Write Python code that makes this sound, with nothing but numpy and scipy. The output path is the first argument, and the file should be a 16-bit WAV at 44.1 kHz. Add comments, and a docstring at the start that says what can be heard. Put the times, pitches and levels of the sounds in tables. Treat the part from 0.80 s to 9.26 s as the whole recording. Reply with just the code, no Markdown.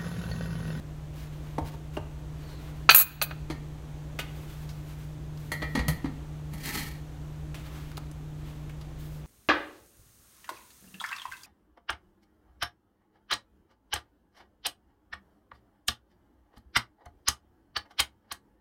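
"""A fan hums in a small kitchen. A wooden spoon pushes rustling greens down in a steel pot, knocking
its wall, then is dropped on a hard spoon rest, which chatters on the counter. A steel lid is picked up,
clatters onto the pot and is slid into place with a rasp. Faint swishes, clinks and one thin squeak
fall in between. Blows are decaying modes plus a noise burst; the microphone's limiter ducks under
the loudest clatter."""
import sys
import numpy as np
from scipy import signal
from scipy.fft import rfft, irfft, next_fast_len
from scipy.io import wavfile
from scipy.ndimage import uniform_filter1d, minimum_filter1d

SR = 44100
rng = np.random.default_rng(int(sys.argv[2]) if len(sys.argv) > 2 else 0)


def store_wav(level_fs):
    """Save 16-bit WAV to argv[1]."""
    pcm = np.round(np.clip(np.atleast_2d(level_fs), -1, 1) * 32767)
    wavfile.write(sys.argv[1], SR, pcm.T.astype(np.int16))


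N = 373084
T = np.arange(N) / SR
RING_T = T[:SR // 2]


def undb(db):
    """Decibels to gain."""
    return 10 ** (np.asarray(db) / 20)


def unit(x):
    """Scale to rms 1."""
    return x / np.sqrt(np.mean(x ** 2))


def attack_unit(x):
    """Scale a blow to rms 1 over its first 10 ms."""
    return x / np.sqrt(np.mean(x[:SR // 100] ** 2))


def colour(x, points):
    """Filter x through a curve of (Hz, dB) points, rolled off below the first; rms 1."""
    hz, db = np.transpose(points)
    size = next_fast_len(len(x))
    bin_hz = np.arange(size // 2 + 1) * SR / size + 1
    gain = undb(np.interp(np.log(bin_hz), np.log(hz), db))
    low_cut = np.minimum(bin_hz / hz[0], 1) ** 2
    return unit(irfft(rfft(x, size) * gain * low_cut, size)[:len(x)])


def walk(rate_hz):
    """Smooth random wander; rms 1."""
    knots = rng.standard_normal(int(N / SR * rate_hz) + 2)
    return unit(np.interp(T * rate_hz, np.arange(len(knots)), knots))


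def soften(x, cutoff_hz):
    """Low-pass: a longer contact feeds less treble into the body."""
    return signal.lfilter(*signal.butter(2, min(cutoff_hz, .45 * SR), fs=SR), x)


def add(out, start_s, x):
    """Mix x into out at start_s."""
    i = int(start_s * SR)
    out[i:i + len(x)] += x[:N - i]


def fade(t60_s):
    """Exponential decay, 60 dB in t60_s."""
    return np.exp(-np.log(1000) * RING_T / t60_s)


def swell(length_s, rise_share):
    """Rounded rise and fall, peaking at rise_share of its length."""
    progress = np.linspace(0, 1, int(length_s * SR))
    return np.sin(np.pi / 2 * np.interp(progress, [0, rise_share, 1], [0, 1, 0]))


def ring(modes, scatter_db):
    """Modes of a struck body; each contact point weights them differently."""
    draws = rng.standard_normal((len(modes), 2))
    out = np.zeros(len(RING_T))
    for (hz, db, t60_s), (weight, side) in zip(modes, draws):
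        gain = np.sign(side) * undb(db + scatter_db * weight)
        out += gain * fade(t60_s) * np.sin(2 * np.pi * hz * RING_T)
    return attack_unit(out)


def crack(points, t60_s):
    """Crowded resonances dying together as a noise burst."""
    rise = np.minimum(RING_T / .00054, 1)
    return attack_unit(colour(rng.standard_normal(len(RING_T)), points) * rise * fade(t60_s))


def thud(hz, cycles):
    """A heavy body rocks: a few low cycles with a rounded start."""
    rise = 1 - np.exp(-2 * hz * RING_T)
    return attack_unit(np.sin(2 * np.pi * hz * RING_T) * fade(cycles / hz) * rise)


# Fan and mains tones. Each row: frequency in Hz, rms level in dB, signed waver in dB.
HUM_TONES = [(59.7, -47, 0.5), (69.2, -51.5, 3.5), (150.9, -42, -1.6), (297.7, -59, 2.5)]
# Rumble and room air spectra. Each row: frequency in Hz, relative level in dB.
RUMBLE_SPECTRUM = [(15, -2), (33, 11), (45, 6), (64, 7.5), (85, 5.5), (150, 3.5), (180, -8), (280, -2.5),
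                   (330, -1), (400, -19.5), (520, -38.5)]
AIR_SPECTRUM = [(400, -1), (540, -3.5), (760, -6), (1460, -13), (2500, -17.5), (3500, -18.5), (5100, -26),
                (6200, -22.5), (8000, -26.5), (10400, -33), (13000, -32.5), (15800, -40)]


def fan():
    """Fan and mains tones waver in level and phase over low rumble and room air."""
    hum = np.zeros(N)
    for hz, db, waver_db in HUM_TONES:
        amplitude = np.sqrt(2) * undb(db + waver_db * walk(7))
        drift_rad = .25 * waver_db * walk(4.9)
        hum += amplitude * np.sin(2 * np.pi * hz * T + drift_rad)
    rumble = undb(-45.5) * colour(rng.standard_normal(N), RUMBLE_SPECTRUM)
    air = undb(-54 + .5 * walk(1.7)) * colour(rng.standard_normal(N), AIR_SPECTRUM)
    return hum + rumble + air


# Spoon strokes through the greens. Each row: start in seconds, length in seconds, level in dB.
LEAF_STROKES = [(0.322, 0.18, -52.5), (0.842, 0.065, -48.5), (.905, 0.069, -57.5), (1.128, 0.044, -52.5)]


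def leaves():
    """Wet leaves crackle as the spoon pushes through."""
    envelope = sum(undb(db) * np.sin(np.pi * np.clip((T - start_s) / length_s, 0, 1))
                   for start_s, length_s, db in LEAF_STROKES)
    grains = rng.standard_normal(N) * undb(3.5 * np.minimum(rng.exponential(size=N), 6))
    return envelope * colour(grains, [(400, 2), (1500, 2), (4000, -1), (8000, -9), (15000, -7.5)])


# Swishes. Each row: start in seconds, length in seconds, level in dB, tilt in dB per octave.
SWISHES = [(0.477, 0.53, -57, -1), (1.515, 0.73, -56, -1), (3.406, 0.74, -55, 1), (4.021, 0.36, -56.5, 0.5),
           (4.5, 0.64, -57.5, 2), (6.727, 0.51, -52, -1), (7.544, .4, -56.5, -1.5), (8.165, .3, -56, 3)]
# Their hiss before tilt. Each row: frequency in Hz, relative level in dB.
HISS_SPECTRUM = [(500, 0), (1200, 2), (3500, -2), (5100, -7), (6500, -9), (10000, -11.5), (13000, -9),
                 (15500, -11)]


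def swishes():
    """Faint airy hiss that comes quickly and ebbs slowly."""
    out = np.zeros(N)
    noise = rng.standard_normal(N) * undb(2.1 * walk(30))
    for start_s, length_s, db, tilt_db_per_octave in SWISHES:
        i = int(start_s * SR)
        envelope = swell(length_s, rise_share=.29)[:N - i]
        tilted = [(hz, band_db + tilt_db_per_octave * np.log2(hz)) for hz, band_db in HISS_SPECTRUM]
        hiss = colour(noise[i:i + len(envelope)], tilted)
        add(out, start_s, undb(db) * envelope * hiss)
    return out


# Spoon on the pot. Each row: start in seconds, level in dB, contact cutoff in Hz, thud level in dB.
POT_KNOCKS = [(.785, -27, 1050, -29.5), (.941, -45.5, 900, -59), (1.1715, -31, 1580, -36)]
# Filled pot's modes. Each row: frequency in Hz, relative level in dB, t60 in seconds.
POT_MODES = [(259, -7, 0.05), (404, -0.5, 0.044), (608, 0, 0.038), (908, -6.5, 0.036), (1220, -18, 0.046),
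             (1580, -17, 0.047), (2800, -11, 0.028)]
# Its crowded resonances. Each row: frequency in Hz, relative level in dB.
POT_SPECTRUM = [(120, -15), (280, -4), (450, 0), (800, 2), (1500, -6.5), (3000, -14), (6000, -9),
                (15000, 1)]


def pot():
    """Wood on steel, muffled by greens: a graze, the blow, then the pot rocks back."""
    def knock(contact_hz):
        body = undb(-8.5) * ring(POT_MODES, scatter_db=-7) + crack(POT_SPECTRUM, t60_s=.055)
        return attack_unit(soften(body, contact_hz))

    out = np.zeros(N)
    for start_s, db, contact_hz, thud_db in POT_KNOCKS:
        graze = undb(db - 5) * knock(contact_hz=3250)
        blow = undb(db) * knock(contact_hz) + undb(thud_db) * thud(hz=298, cycles=12)
        rock = undb(db - 15.5) * knock(contact_hz) + undb(db - 7) * thud(hz=83, cycles=11)
        add(out, start_s - .003, graze)
        add(out, start_s, blow)
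        add(out, start_s + .026, rock)
    return out


def squeak():
    """A thin, unsteady tone sinks as the spoon is lifted away."""
    start_s, start_hz, sag_hz_per_s = 1.56, 4600, 2000
    out = np.zeros(N)
    envelope = swell(length_s=.28, rise_share=.7)
    hz = (start_hz - sag_hz_per_s * T + 170 * walk(900))[:len(envelope)]
    tone = unit(np.sin(2 * np.pi * np.cumsum(hz) / SR))
    add(out, start_s, undb(-61.5) * envelope * tone)
    return out


# Spoon rest's modes. Each row: frequency in Hz, relative level in dB, t60 in seconds.
REST_MODES = [(706, -15, .06), (1250, -1, .07), (1298, -1, .07), (1355, -2, .07), (1518, -1, .05),
              (1578, -2, .05), (1684, -5, .05), (2487, 3, .1), (2525, -2, .11), (2745, -4, .06),
              (3050, -4, .06), (3368, -7, .09), (4005, 0, .07), (4530, -2, .06), (4620, -2, .05),
              (6050, -11, .06), (6870, -14, .07)]
# Its crowded resonances. 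Each row: frequency in Hz, relative level in dB.
REST_SPECTRUM = [(180, -28.5), (480, -15.5), (700, -4), (1000, -10.5), (1400, -3), (1700, -4.5),
                 (2200, -5.5), (2700, -1), (3400, -5.5), (4500, 4), (5150, -21.5), (6100, -4.5),
                 (7600, -18.5), (9500, -7.5), (15000, -21)]


def clack(db, contact_hz):
    """One blow on the spoon rest: hard blows ring, light ones only clack."""
    ringing = undb(3.5 + .27 * db) * ring(REST_MODES, scatter_db=1)
    body = ringing + crack(REST_SPECTRUM, t60_s=.067)
    return undb(db) * attack_unit(soften(body, contact_hz))


# The rest's high modes. Each row: frequency in Hz, relative level in dB, t60 in seconds.
CHATTER_MODES = [(6863, -13, .07), (6930, -14, .07), (7986, -15, .07), (8587, -14, .09), (9866, -14, .09),
                 (11072, -8, .06), (11200, -3, .08), (11883, 0, .08), (11960, -2, .08), (12012, -8, .06),
                 (13225, -8, .06), (13312, -1, .08), (13420, -6, .06), (13470, -5, .06), (13542, 1, .08),
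                 (13658, -8, .06), (14497, -11, .07), (15646, -2, .08)]
# Its crowded high resonances. Each row: frequency in Hz, relative level in dB.
CHATTER_SPECTRUM = [(1000, -16), (4400, -24.5), (5100, -23), (6900, -14), (7600, -17), (9400, -11),
                    (10400, -22), (11100, -10), (12400, -8.5), (13400, -3), (14200, -7.5), (15600, -7)]


def chatter(db):
    """One bounce of the rest on the stone counter rings very high."""
    ringing = undb(4 + .4 * db) * ring(CHATTER_MODES, scatter_db=1)
    return undb(db) * attack_unit(ringing + crack(CHATTER_SPECTRUM, t60_s=.055))


# Spoon on its rest. Each row: start in seconds, level in dB, contact cutoff in Hz.
SPOON_HITS = [(2.0911, -7, 1830), (2.094, -5, 5400), (2.11, -10.5, 6460), (2.146, -11, 2200),
              (2.4152, -21, 8750), (2.4207, -28, 800), (2.51, -37.5, 1170)]
# Rattles of the rest. Each row: start in seconds, length in seconds, clack in dB, chatter in dB.
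REST_RATTLES = [(2.104, 0.042, -24, -18.5), (2.1469, .074, -18.5, 2), (2.4236, 0.014, -30.5, -20)]


def spoon_drop():
    """The spoon strikes its rest, which rattles on the counter in quickening, fading bounces."""
    out = np.zeros(N)
    for start_s, db, contact_hz in SPOON_HITS:
        add(out, start_s, clack(db, contact_hz))
    gaps_s = .0125 * .9 ** np.arange(12)
    bounces_s = np.cumsum(gaps_s) - gaps_s
    for start_s, length_s, clack_db, chatter_db in REST_RATTLES:
        for after_s in bounces_s[bounces_s < length_s]:
            spent = after_s / length_s
            bounce = clack(clack_db - 8.5 * spent, contact_hz=8000) + chatter(chatter_db - 13.5 * spent)
            add(out, start_s + after_s, bounce)
    # The spoon and its rest carry almost no bass.
    return signal.lfilter(*signal.butter(2, 300, "high", fs=SR), out)


# Lid contacts. Each row: start in seconds, level in dB, contact cutoff in Hz, relative ring in dB,
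# thud in Hz, thud level in dB, second touch's delay in seconds, its level against the first in dB.
LID_HITS = [(2.7002, -37.5, 5100, -18, 315, -30.5, .0066, -0.5),
            (4.718, -29.5, 10500, -1, 293, -40.5, .0035, -7),
            (4.819, -35.5, 3580, -2.5, 295, -34.5, 0.0046, 5.5),
            (4.951, -36, 5460, -6, 267, -27.5, 0.0024, 8.5),
            (4.976, -33.5, 4200, -16, 229, -26.5, .0147, 3.5),
            (5.082, -27, 11900, -11, 156, -23.5, .004, -15),
            (5.2437, -39, 3020, -17.5, 277, -25, 0.014, -0.5),
            (5.736, -45.5, 12200, -9, 185, -38, 0.0072, -12.5)]
# Steel lid's modes. Each row: frequency in Hz, relative level in dB, t60 in seconds.
LID_MODES = [(452, -7, .15), (790, -12, .15), (858, -5, .22), (905, -9, .15), (1277, -8, .2),
             (1330, -7, .2), (1797, -6, .22), (1828, -2, .7), (1906, 0, .45), (1991, -4, .3),
             (2130, -8, .25), (2378, -12, .25), (2778, -13, .25), (3150, -9, .22), (3340, -11, .25),
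             (4124, -9, .18), (4280, -9, .16), (4547, -14, .28), (6288, -18, .2), (8850, -19, .15)]
# Its crowded resonances. Each row: frequency in Hz, relative level in dB.
LID_SPECTRUM = [(150, 5), (400, 0), (900, -2.5), (1550, -8.5), (1950, -2.5), (2800, -11.5), (3250, -10),
                (3600, -13), (4250, -4.5), (5100, -14.5), (6500, -10.5), (7600, -14.5), (10000, -7.5),
                (15000, -4.5)]
# Stove top booming as the lid settles. Each row: start in seconds, level in dB.
STOVE_BOOMS = [(4.9907, -31), (5.085, -34)]


def lid_clatter():
    """The held lid touches twice per hit and rings briefly; its weight thumps pot and stove."""
    out = np.zeros(N)
    shell = crack(LID_SPECTRUM, t60_s=.14)  # the same thin steel answers every touch
    for start_s, db, contact_hz, ring_db, thud_hz, thud_db, second_s, second_db in LID_HITS:
        for after_s, touch_db in (0, 0), (second_s, second_db):
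            hand_damped = ring(LID_MODES, scatter_db=1.5) * fade(t60_s=.6)
            click = crack(LID_SPECTRUM, t60_s=.04)
            body = undb(ring_db) * hand_damped + undb(-2.5) * shell + undb(-2) * click
            add(out, start_s + after_s, undb(db + touch_db) * attack_unit(soften(body, contact_hz)))
        add(out, start_s, undb(thud_db) * thud(thud_hz, cycles=15))
    for start_s, db in STOVE_BOOMS:
        add(out, start_s, undb(db) * thud(hz=61.4, cycles=11.8))
    return out


# Ticks around the stove. Each row: start in seconds, level in dB, centre in Hz, burst t60 in seconds,
# relative ring in dB.
TICKS = [(3.389, -33.5, 2190, 0.055, -10), (3.391, -39.5, 497, .06, -30), (3.394, -36, 2800, 0.11, -5),
         (3.8912, -50, 4470, 0.14, -11), (4.574, -56, 3960, 0.035, -13.5),
         (6.744, -43.5, 2590, 0.17, -16.5), (7.116, -50, 1105, 0.023, -24), (7.17, -44, 3540, 0.03, -23.5),
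         (7.177, -39.5, 910, 0.028, -37), (7.3133, -54.5, 7800, .03, -24),
         (7.8941, -50.5, 2090, 0.092, -16), (8.0115, -53, 3740, .08, -5)]
# Clink modes. Each row: frequency in Hz, relative level in dB, t60 in seconds.
CLINK_MODES = [(1233, -7, .25), (1491, -2, .17), (2218, -6, .2), (2519, -6, .14), (2815, -4, .12),
               (2907, -4, .11), (3165, 0, .09), (4560, -9, .13)]


def ticks():
    """Short noise bursts, each around its own pitch; some ring like thin steel."""
    out = np.zeros(N)
    for start_s, db, hz, t60_s, ring_db in TICKS:
        hump = [(hz / 5, -11), (hz / 1.3, -4), (hz * 1.13, 0), (hz * 1.9, -13), (hz * 8, -22)]
        burst = crack(hump, t60_s)
        clink = undb(ring_db) * ring(CLINK_MODES, scatter_db=4.5)
        add(out, start_s, undb(db) * (burst + clink))
    return out


# Rasp of the lid on the rim. Each row: frequency in Hz, relative level in dB.
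RASP_SPECTRUM = [(150, 9.5), (290, 12), (420, 0.5), (700, -1.5), (1500, -2), (2080, 8.5), (2750, 1),
                 (3200, 2), (3600, -3), (4300, 4.5), (5100, -2.5), (6300, -2.5), (10000, -4), (13500, -2.5),
                 (15800, -7)]


def lid_slide():
    """One push of steel on steel: dense tiny slips hiss at the rim and ring the lid."""
    full_s, hold_s, rise_db_per_s, fall_db_per_s = 5.875, .12, 174.5, 135.5
    slips = rng.standard_normal(N) * undb(2.8 * np.minimum(rng.exponential(size=N), 6) + 2.2 * walk(120))
    rasp = colour(slips, RASP_SPECTRUM)
    pressed_lid = ring(LID_MODES, scatter_db=1) * fade(t60_s=.15)
    ringing = unit(signal.fftconvolve(slips, pressed_lid)[:N])
    before_s = np.maximum(full_s - T, 0)
    after_s = np.maximum(T - full_s - hold_s, 0)
    push_db = -35.5 - rise_db_per_s * before_s - fall_db_per_s * after_s
    return (rasp + undb(-6.5) * ringing) * undb(push_db)


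def kitchen(x, wet_db, low_t60_s, high_t60_s):
    """Diffuse reflections of a small room; treble dies sooner."""
    noise = rng.standard_normal(len(RING_T))
    low = soften(noise, cutoff_hz=4500)
    onset = np.clip((RING_T - .004) / .0061, 0, 1)
    tail = onset * (low * fade(low_t60_s) + undb(-5) * (noise - low) * fade(high_t60_s))
    tail /= np.sqrt(np.sum(tail ** 2))
    return x + undb(wet_db) * signal.fftconvolve(x, tail)[:N]


def scene():
    """Mono mix; the spoon rest is nearer the microphone than the stove, so drier."""
    near = kitchen(spoon_drop(), wet_db=-21, low_t60_s=.5, high_t60_s=.32)
    stove = pot() + lid_clatter() + lid_slide() + ticks() + leaves()
    far = kitchen(stove, wet_db=-13, low_t60_s=.5, high_t60_s=.4)
    return (near + far + swishes() + squeak() + fan())[None]


def limiter(x, ceiling_db, release_db_per_s):
    """Gain drops just ahead of any peak over the ceiling and recovers slowly."""
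    over_db = np.maximum(20 * np.log10(np.abs(x) + 1e-9) - ceiling_db, 0)
    release_db = release_db_per_s * T
    cut_db = np.maximum.accumulate(over_db + release_db, axis=-1) - release_db
    held_gain = minimum_filter1d(undb(-cut_db), size=45)
    return x * uniform_filter1d(held_gain, size=45)


def record(dry):
    """Limiter, then a steep low-pass at 15750 Hz."""
    limited = limiter(dry, ceiling_db=.5, release_db_per_s=36)
    return signal.sosfilt(signal.ellip(10, .2, 70, 15750, fs=SR, output="sos"), limited)


dry = scene()
out = record(dry)
store_wav(out)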